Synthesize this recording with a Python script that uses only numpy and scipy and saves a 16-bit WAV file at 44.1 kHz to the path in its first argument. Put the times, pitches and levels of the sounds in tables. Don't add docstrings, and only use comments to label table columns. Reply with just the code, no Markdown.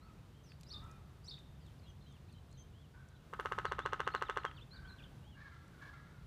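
import sys
import numpy as np
from scipy import signal
from scipy.fft import rfft, irfft
from scipy.io import wavfile

SR = 44100
rng = np.random.default_rng(int(sys.argv[2]) if len(sys.argv) > 2 else 0)


def persist_wave(psi):
    counts = np.round(np.clip(psi, -1, 1) * 32767).astype(np.int16)
    wavfile.write(sys.argv[1], SR, np.atleast_2d(counts).T)


def voltage_ratio(level):
    return 10 ** (np.asarray(level, float) / 20)


N = 276066

# start in seconds, strength in dB.
ROLL = [(3.336, -29.5), (3.398, -25), (3.4579, -24.5), (3.5216, -24), (3.5866, -23.5), (3.6536, -23),
        (3.721, -23.5), (3.7911, -24), (3.8606, -22.5), (3.9324, -23), (4.0035, -23), (4.0758, -22),
        (4.1492, -22), (4.223, -23), (4.2973, -23), (4.3723, -22.5), (4.4508, -23.5)]
EVEN_SHARE, SCOOP_SHARE = 0.41, 0.78


def rms_one(x):
    return x / np.sqrt(np.mean(x ** 2) + 1e-20)


def add(track, sound, s):
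    i = max(round(s * SR), 0)
    track[i:i + len(sound)] += sound[:N - i]


def convolve(x, response):
    return signal.fftconvolve(x, response)[:N]


def drift(rate_hz, size):
    r = np.exp(-2 * np.pi * rate_hz / SR)
    settle = 8000
    slow = signal.lfilter([1], [1, -2 * r, r * r], rng.standard_normal(size + settle))[settle:]
    return rms_one(slow - slow.mean())


def coloured(spectrum, size):
    hz, db = np.transpose(spectrum)
    bins_hz = np.arange(size // 2 + 1) * SR / size
    shape_db = np.interp(np.log(bins_hz + 1), np.log(hz), db)
    return rms_one(irfft(rfft(rng.standard_normal(size)) * voltage_ratio(shape_db), size))


def band(x, low_hz, high_hz):
    return signal.sosfilt(signal.butter(2, [low_hz, high_hz], "band", fs=SR, output="sos"), x)


def resonance(x, hz, width_hz):
    r = np.exp(-np.pi * width_hz / SR)
    poles = [1, -2 * r * np.cos(2 * np.pi * hz / SR), r * r]
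    return signal.lfilter([(1 - r * r) / 2, 0, (r * r - 1) / 2], poles, x)


def dying(noise, t60_s):
    tail = noise * voltage_ratio(-60 * np.arange(len(noise)) / SR / t60_s)
    return tail / np.sqrt(np.sum(tail ** 2))


def glide(length_s, first_hz, middle_hz, last_hz, edge_s=0.0027):
    u = np.linspace(0, 1, round(length_s * SR))
    pitch = np.polyval(np.polyfit([0, 0.5, 1], [first_hz, middle_hz, last_hz], 2), u)
    edge = np.clip(np.minimum(u, 1 - u) * length_s / edge_s, 0, 1)
    return pitch, np.sin(edge * np.pi / 2)


def wavering_phase(pitch, waver, rate_hz):
    trembling = pitch * (1 + waver * drift(rate_hz, len(pitch)))
    return 2 * np.pi * np.cumsum(trembling) / SR


def traffic_and_leaves():
    # time in seconds, level in dB.
    swell = [(0.0, -58.5), (.5, -60), (.82, -55), (1.06, -59.5), (1.71, -57.5), (2.79, -58.5), (3.05, -61),
             (3.82, -53.5), (4.27, -58), (5.18, -56.5), (5.98, -60), (6.26, -57)]
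    # frequency in Hz, density in dB per Hz.
    air_colour = [(18, -51), (30, 1.5), (64, 5), (132, 2), (155, 0.5), (248, -14), (601, -21.5),
                  (1180, -24.5), (2270, -31.5), (3630, -32), (5090, -37.5), (12700, -45.5), (15200, -46)]
    t = np.arange(N) / SR
    traffic_db = np.interp(t, *np.transpose(swell))
    leaves_db = -67.5 + 0.1847 * t + 0.063 * (traffic_db - traffic_db.mean())
    air = coloured(air_colour, N)
    low = signal.sosfilt(signal.butter(4, 250, fs=SR, output="sos"), air)
    high = signal.sosfilt(signal.butter(4, 250, "high", fs=SR, output="sos"), air)
    rumble = rms_one(low) * voltage_ratio(traffic_db + 0.34 * drift(3.8, N))
    leaves = rms_one(high) * voltage_ratio(leaves_db + 1.2 * drift(1.54, N))
    return rumble + leaves


def idling_motors():
    # pitch in Hz, width in Hz, level in dB.
    hums = [(73.94, 35, -65.5), (137.9, 15.7, -65.5)]
    out = np.zeros(N)
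    for hz, width_hz, db in hums:
        once = resonance(rng.standard_normal(N), hz, width_hz)
        out += voltage_ratio(db) * rms_one(resonance(once, hz, width_hz))
    return out


def twigs():
    # start in seconds, peak in dB, lowest and highest frequency in Hz.
    ticks = [(.1344, -63.5, 4500, 12000), (.519, -44.5, 1200, 3220), (.6, -63, 6000, 7200),
             (0.61, -48, 2300, 10950), (.633, -45, 1900, 7850), (.84, -59, 5500, 9000),
             (0.913, -51, 4500, 8360), (1.245, -59.5, 6500, 10900), (1.284, -60, 6560, 11000),
             (1.379, -51, 1590, 2600), (1.389, -58, 5530, 8950), (1.665, -58, 3500, 9000),
             (2.125, -59, 4500, 8000), (2.326, -58, 5900, 10600), (2.514, -59, 6000, 8950),
             (2.527, -53.5, 4300, 7860), (3.087, -55.5, 5500, 8750), (3.408, -52.5, 7140, 14000),
             (3.449, -56, 4500, 14000), (5.68, -59.5, 5500, 8950)]
    out = np.zeros(N)
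    for s, db, low_hz, high_hz in ticks:
        crack = dying(band(rng.standard_normal(900), low_hz, high_hz), 0.0189)
        add(out, voltage_ratio(db + 8.5) * crack, s)
    return out


def crows(calls, throat_hz, sag, breath_db, hiss_db, wet_db):
    out = np.zeros(N)
    rough, spread = 0.035, 0.2
    for s, length_s, top_hz, db in calls:
        pitch, envelope = glide(length_s, 0.97 * top_hz, top_hz, sag * top_hz, edge_s=0.025)
        centre = throat_hz or 2 * top_hz
        phase = wavering_phase(pitch, rough, 130)
        voice = np.zeros(len(pitch))
        for k in range(1, 6):
            weight = np.exp(-0.5 * (np.log(k * top_hz / centre) / spread) ** 2)
            voice += weight * np.sin(k * phase)
        puffs = rng.standard_normal(len(pitch)) * (1 + np.cos(phase))
        breath = voltage_ratio(breath_db) * rms_one(band(puffs, 0.61 * centre, 1.07 * centre))
        hiss = voltage_ratio(hiss_db) * rms_one(band(puffs, 2300, 4400))
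        level = voltage_ratio(db + 2.65 * drift(55, len(pitch)))
        add(out, level * envelope * (rms_one(voice) + breath + hiss), s)
    return out + voltage_ratio(wet_db) * convolve(out, dying(rng.standard_normal(SR), 0.987))


def farthest_crows():
    # start in seconds, length in seconds, top pitch in Hz, level in dB.
    far_caws = [(0.01, 0.1135, 650.4, -71.5), (.71, .096, 620.8, -69.5), (.8, 0.13, 658, -66.5),
                (2.93, .11, 754, -70.5), (3.08, 0.12, 741.7, -82.5), (4.72, .21, 775.6, -65.5),
                (4.95, 0.1056, 786, -77.5), (5.2, 0.128, 430, -78)]
    return crows(far_caws, throat_hz=0, sag=0.965, breath_db=-5, hiss_db=-30, wet_db=0.5)


def distant_crows():
    # start in seconds, length in seconds, top pitch in Hz, level in dB.
    caws = [
        (5.35, 0.0693, 551, -66),
        (5.385, .11, 570.1, -61.5),
        (5.5, 0.084, 690, -65),
        (5.67, 0.16, 752, -72.5),
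        (5.805, .105, 567.5, -60),
        (5.92, 0.093, 680, -65),
        (6.06, 0.18, 718, -74),
    ]
    return crows(caws, throat_hz=1580, sag=0.91, breath_db=-6, hiss_db=-11, wet_db=-2)


def bent(s, length_s, first_hz, last_hz, db, share):
    return s, length_s, first_hz, first_hz + share * (last_hz - first_hz), last_hz, db


def whistles(notes, flutter_db, waver):
    out = np.zeros(N)
    for s, length_s, first_hz, middle_hz, last_hz, db in notes:
        pitch, envelope = glide(length_s, first_hz, middle_hz, last_hz)
        phase = wavering_phase(pitch, waver, 150)
        level = voltage_ratio(db + 4 + flutter_db * drift(60, len(pitch)))
        tone = np.sin(phase) + voltage_ratio(-31) * np.sin(2 * phase)
        add(out, envelope * level * tone, s)
    return out


def warbler_notes():
    # start in seconds, length in seconds, first pitch in Hz, level in dB.
    falls = [(0, 0.0127, 2600, -83.5), (0.081, 0.0224, 2700, -77), (1.606, 0.066, 4990, -81),
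             (1.659, 0.033, 3812, -74), (1.789, .014, 5260, -75), (1.832, .058, 4270, -77),
             (2.008, 0.0107, 4245, -74), (2.02, .13, 4230, -77), (2.142, 0.03, 3400, -76),
             (2.288, .02, 4270, -75.5), (2.315, .036, 4674, -76.5), (2.545, .05, 4250, -77.5),
             (2.805, 0.059, 3500, -79), (3.102, 0.073, 4100, -82.5), (3.195, .02, 3040, -80.5)]
    rises = [(0, .069, 3700, -79), (0.174, 0.027, 2190, -79), (1.61, .025, 2743, -82),
             (1.822, 0.042, 2350, -83.5), (2.059, .03, 2750, -78), (2.285, .015, 2300, -75),
             (2.49, 0.06, 3633, -80), (2.735, .087, 2830, -78)]
    # start in seconds, length in seconds, top pitch in Hz, level in dB.
    held = [(0.343, 0.063, 3200, -80), (0.497, .045, 4600, -75), (0.637, 0.0287, 4050, -75),
            (.875, .1, 2470, -78), (1.855, 0.061, 2950, -77), (1.859, 0.055, 3300, -71.5),
            (2.06, .061, 3224, -77.5), (2.345, 0.043, 3142, -74.5), (2.373, .02, 3950, -78),
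            (2.569, 0.0675, 3230, -76), (3.15, 0.028, 3950, -77), (3.7, 0.014, 4430, -82),
            (4.458, 0.032, 3241, -60.5), (4.519, .04, 3258, -74), (4.744, .083, 4700, -80),
            (4.91, 0.023, 4140, -65)]
    # start in seconds, length in seconds, first and last pitch in Hz, level in dB.
    slides = [(3.809, 0.0594, 3300, 4300, -66.5), (4.114, 0.0336, 4170, 4626, -67),
              (4.159, 0.023, 4400, 3660, -60.5), (4.256, 0.039, 3960, 2420, -65.5),
              (4.303, 0.025, 3200, 3804, -65), (4.391, .035, 4350, 3690, -73),
              (4.596, .015, 4220, 3760, -73.5), (4.708, 0.0474, 4030, 4707, -63.5),
              (4.877, 0.036, 4470, 3700, -66.5), (5.02, .012, 2400, 3670, -68),
              (5.035, 0.0176, 3700, 2636, -64), (5.055, .022, 3370, 2820, -74.5)]
    scoops = [(3.657, 0.046, 4900, 3790, -65.5), (4.039, 0.021, 3500, 3828, -66.5),
              (4.547, 0.043, 4380, 4620, -79), (4.564, 0.037, 4180, 2570, -64.5),
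              (4.609, .025, 2900, 3620, -65.5), (4.758, 0.023, 4720, 3663, -63.5),
              (4.848, 0.033, 3000, 3348, -72), (4.96, 0.068, 4160, 3330, -77.5),
              (4.984, 0.027, 3500, 2453, -65.5), (5.229, 0.074, 2730, 3320, -74.5),
              (5.3, 0.059, 3530, 2820, -74)]
    notes = [bent(s, d, hz, 0.77 * hz, db, EVEN_SHARE) for s, d, hz, db in falls]
    notes += [bent(s, d, hz, 1.2 * hz, db, SCOOP_SHARE) for s, d, hz, db in rises]
    notes += [(s, d, 0.96 * hz, hz, 0.96 * hz, db) for s, d, hz, db in held]
    notes += [bent(*row, EVEN_SHARE) for row in slides]
    notes += [bent(*row, SCOOP_SHARE) for row in scoops]
    return notes


def songbirds():
    # start in seconds, length in seconds, first and last pitch in Hz, level in dB.
    seep_rows = [(0.438, 0.065, 6240, 4600, -76), (0.472, 0.049, 5600, 4817, -77),
                 (1.245, .04, 6880, 8520, -78), (1.88, 0.03, 6330, 5950, -80),
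                 (2.08, 0.047, 6300, 6430, -87), (2.573, 0.0563, 6257, 6300, -71.5)]
    seeps = [bent(*row, EVEN_SHARE) for row in seep_rows]
    dry = whistles(warbler_notes(), flutter_db=1.8, waver=0.006)
    dry += whistles(seeps, flutter_db=3, waver=0.012)
    return dry + voltage_ratio(-6.5) * convolve(dry, dying(rng.standard_normal(SR), 0.28))


def sparrow():
    # seconds from chirp start, length in seconds, first and last pitch in Hz, level in dB.
    chirp = [
        (-.037, .037, 4700, 5900, -67),
        (-.02, .025, 6100, 5500, -72),
        (0.0, .011, 3650, 4400, -60),
        (.004, .027, 4200, 5200, -53.5),
        (.027, .011, 5300, 3600, -55),
        (.034, .014, 3750, 3650, -52),
        (.057, .014, 3800, 3450, -54),
    ]
    # chirp start in seconds, lift in dB.
    chirp_starts = [
        (0.701, -0.5),
        (1.2751, 0),
    ]
    # delay in seconds, level in dB.
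    echoes = [(.026, -16), (.058, -11), (.088, -21)]
    notes = []
    for start, lift_db in chirp_starts:
        for s, length_s, first_hz, last_hz, db in chirp:
            notes.append(bent(start + s, length_s, first_hz, last_hz, db + lift_db, EVEN_SHARE))
    dry = whistles(notes, flutter_db=2.0, waver=0.02)
    wet = voltage_ratio(-2) * dry
    wet += voltage_ratio(-5) * convolve(dry, dying(rng.standard_normal(SR), 0.19))
    wet += voltage_ratio(-5) * convolve(dry, dying(rng.standard_normal(SR), 0.07))
    wet += voltage_ratio(-22) * convolve(dry, dying(band(rng.standard_normal(SR), 2900, 3750), 0.7))
    for delay_s, db in echoes:
        add(wet, voltage_ratio(db) * resonance(dry, 3900, 1400), delay_s)
    return wet


def knock(hz, swell_ms):
    swell_s = swell_ms / 1000
    u = np.arange(round(swell_s * SR * 6) + 8) / (swell_s * SR)
    return (u * np.exp(1 - u)) ** 2 * np.sin(2 * np.pi * hz * u * swell_s)


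def struck(modes):
    out = np.zeros(N)
    hardest_db = max(db for s, db in ROLL)
    for s, db in ROLL:
        for delay_ms, hz, swell_ms, mode_db in modes:
            bright_db = 0.27 * (db - hardest_db) * min(hz, 3000) / 1000
            chance_db = rng.standard_normal() * (0.3 + hz / 4000)
            size = voltage_ratio(db + mode_db + bright_db + chance_db)
            add(out, size * knock(hz, swell_ms), s + delay_ms / 1000)
    return out


def knock_echoes(direct):
    # delay in ms, level in dB.
    echoes = [(10.2, -8.5), (14.1, -14), (27.8, -20), (31.8, -20)]
    out = np.zeros(N)
    dull = resonance(direct, 1100, 1800)
    for delay_ms, db in echoes:
        add(out, voltage_ratio(db) * dull, delay_ms / 1000)
    slap = resonance(resonance(direct, 2600, 2300), 2600, 3500)
    add(out, voltage_ratio(-10.5) * slap, 0.0623)
    return out


def cracks_and_scatter():
    # frequency in Hz, density in dB per Hz.
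    scatter = [(180, -46), (300, 5), (408, -13.5), (760, -7.5), (1260, -2), (1910, -7.5), (2340, -19.5),
               (2860, -17), (4900, -38), (6180, -31), (12000, -53), (15600, -86), (22000, -120)]
    out, clicks = np.zeros(N), np.zeros(N)
    swell = 1 - np.exp(-(np.arange(SR) / SR / 0.0045) ** 2)
    near_size, same_share = 8192, 0.48
    same = coloured(scatter, near_size)
    for s, db in ROLL:
        clicks[round((s - 0.006) * SR)] = voltage_ratio(db)
        crack = dying(band(rng.standard_normal(600), 4500, 11500), 0.012)
        add(out, voltage_ratio(db - 20 + 1.3 * rng.standard_normal()) * crack, s)
        fresh = coloured(scatter, near_size)
        mixed = np.sqrt(same_share) * same + np.sqrt(1 - same_share) * fresh
        add(out, voltage_ratio(db + 5) * dying(swell[:near_size] * mixed, 0.065), s - 0.0025)
    far = dying(swell * coloured(scatter, SR), 0.57)
    wash = dying(swell * band(rng.standard_normal(SR), 1800, 4500), 0.25)
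    return out + convolve(clicks, voltage_ratio(1) * far + voltage_ratio(-15) * wash)


def woodpecker():
    # delay in ms, pitch in Hz, swell in ms, level in dB.
    through_wood = [(-7, 1113, 1.5, -11.5), (-2, 2400, 1.0, -26), (-5.5, 818, 2.8, -22.5),
                    (-5.5, 445, 1.67, -11.5), (-10.5, 3200, 1.96, -53)]
    through_air = [(-0.3, 1409, 0.56, 0.5), (-0.32, 1035, 1.52, -14.5), (1.328, 1194, 1.23, -11.5),
                   (-0.097, 2815, 0.78, -14.5), (0.2, 3370, 0.96, -22), (0.16, 1712, 3.2, -31.5),
                   (-0.028, 4107, 0.7, -23.5), (0.43, 5950, 0.28, -21.5), (0.0, 8100, 0.57, -34.5)]
    # pitch in Hz, width in Hz, lift in
    # dB.
    hollow = [(402, 60, -.5), (1076, 25, 0), (1288, 45, 2.5), (3450, 500, -1)]
    direct = struck(through_air)
    out = struck(through_wood) + direct + knock_echoes(direct) + cracks_and_scatter()
    out = out + sum(voltage_ratio(db) * resonance(out, hz, width_hz) for hz, width_hz, db in hollow)
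    out -= 0.7 * resonance(out, 665, 100)
    return signal.sosfilt(signal.butter(6, 372, "high", fs=SR, output="sos"), out)


def scene():
    background = traffic_and_leaves() + idling_motors() + twigs()
    birds = farthest_crows() + distant_crows() + songbirds() + sparrow()
    return (background + birds + woodpecker())[None]


def low_pass(x):
    return signal.sosfilt(signal.butter(12, 15540, fs=SR, output="sos"), x)


def record(dry):
    cut = signal.sosfilt(signal.butter(4, 37, "high", fs=SR, output="sos"), dry)
    cut = signal.sosfilt(signal.cheby2(16, 60, 15900, fs=SR, output="sos"), cut)
    return low_pass(cut)


dry = scene()
out = record(dry)
persist_wave(out)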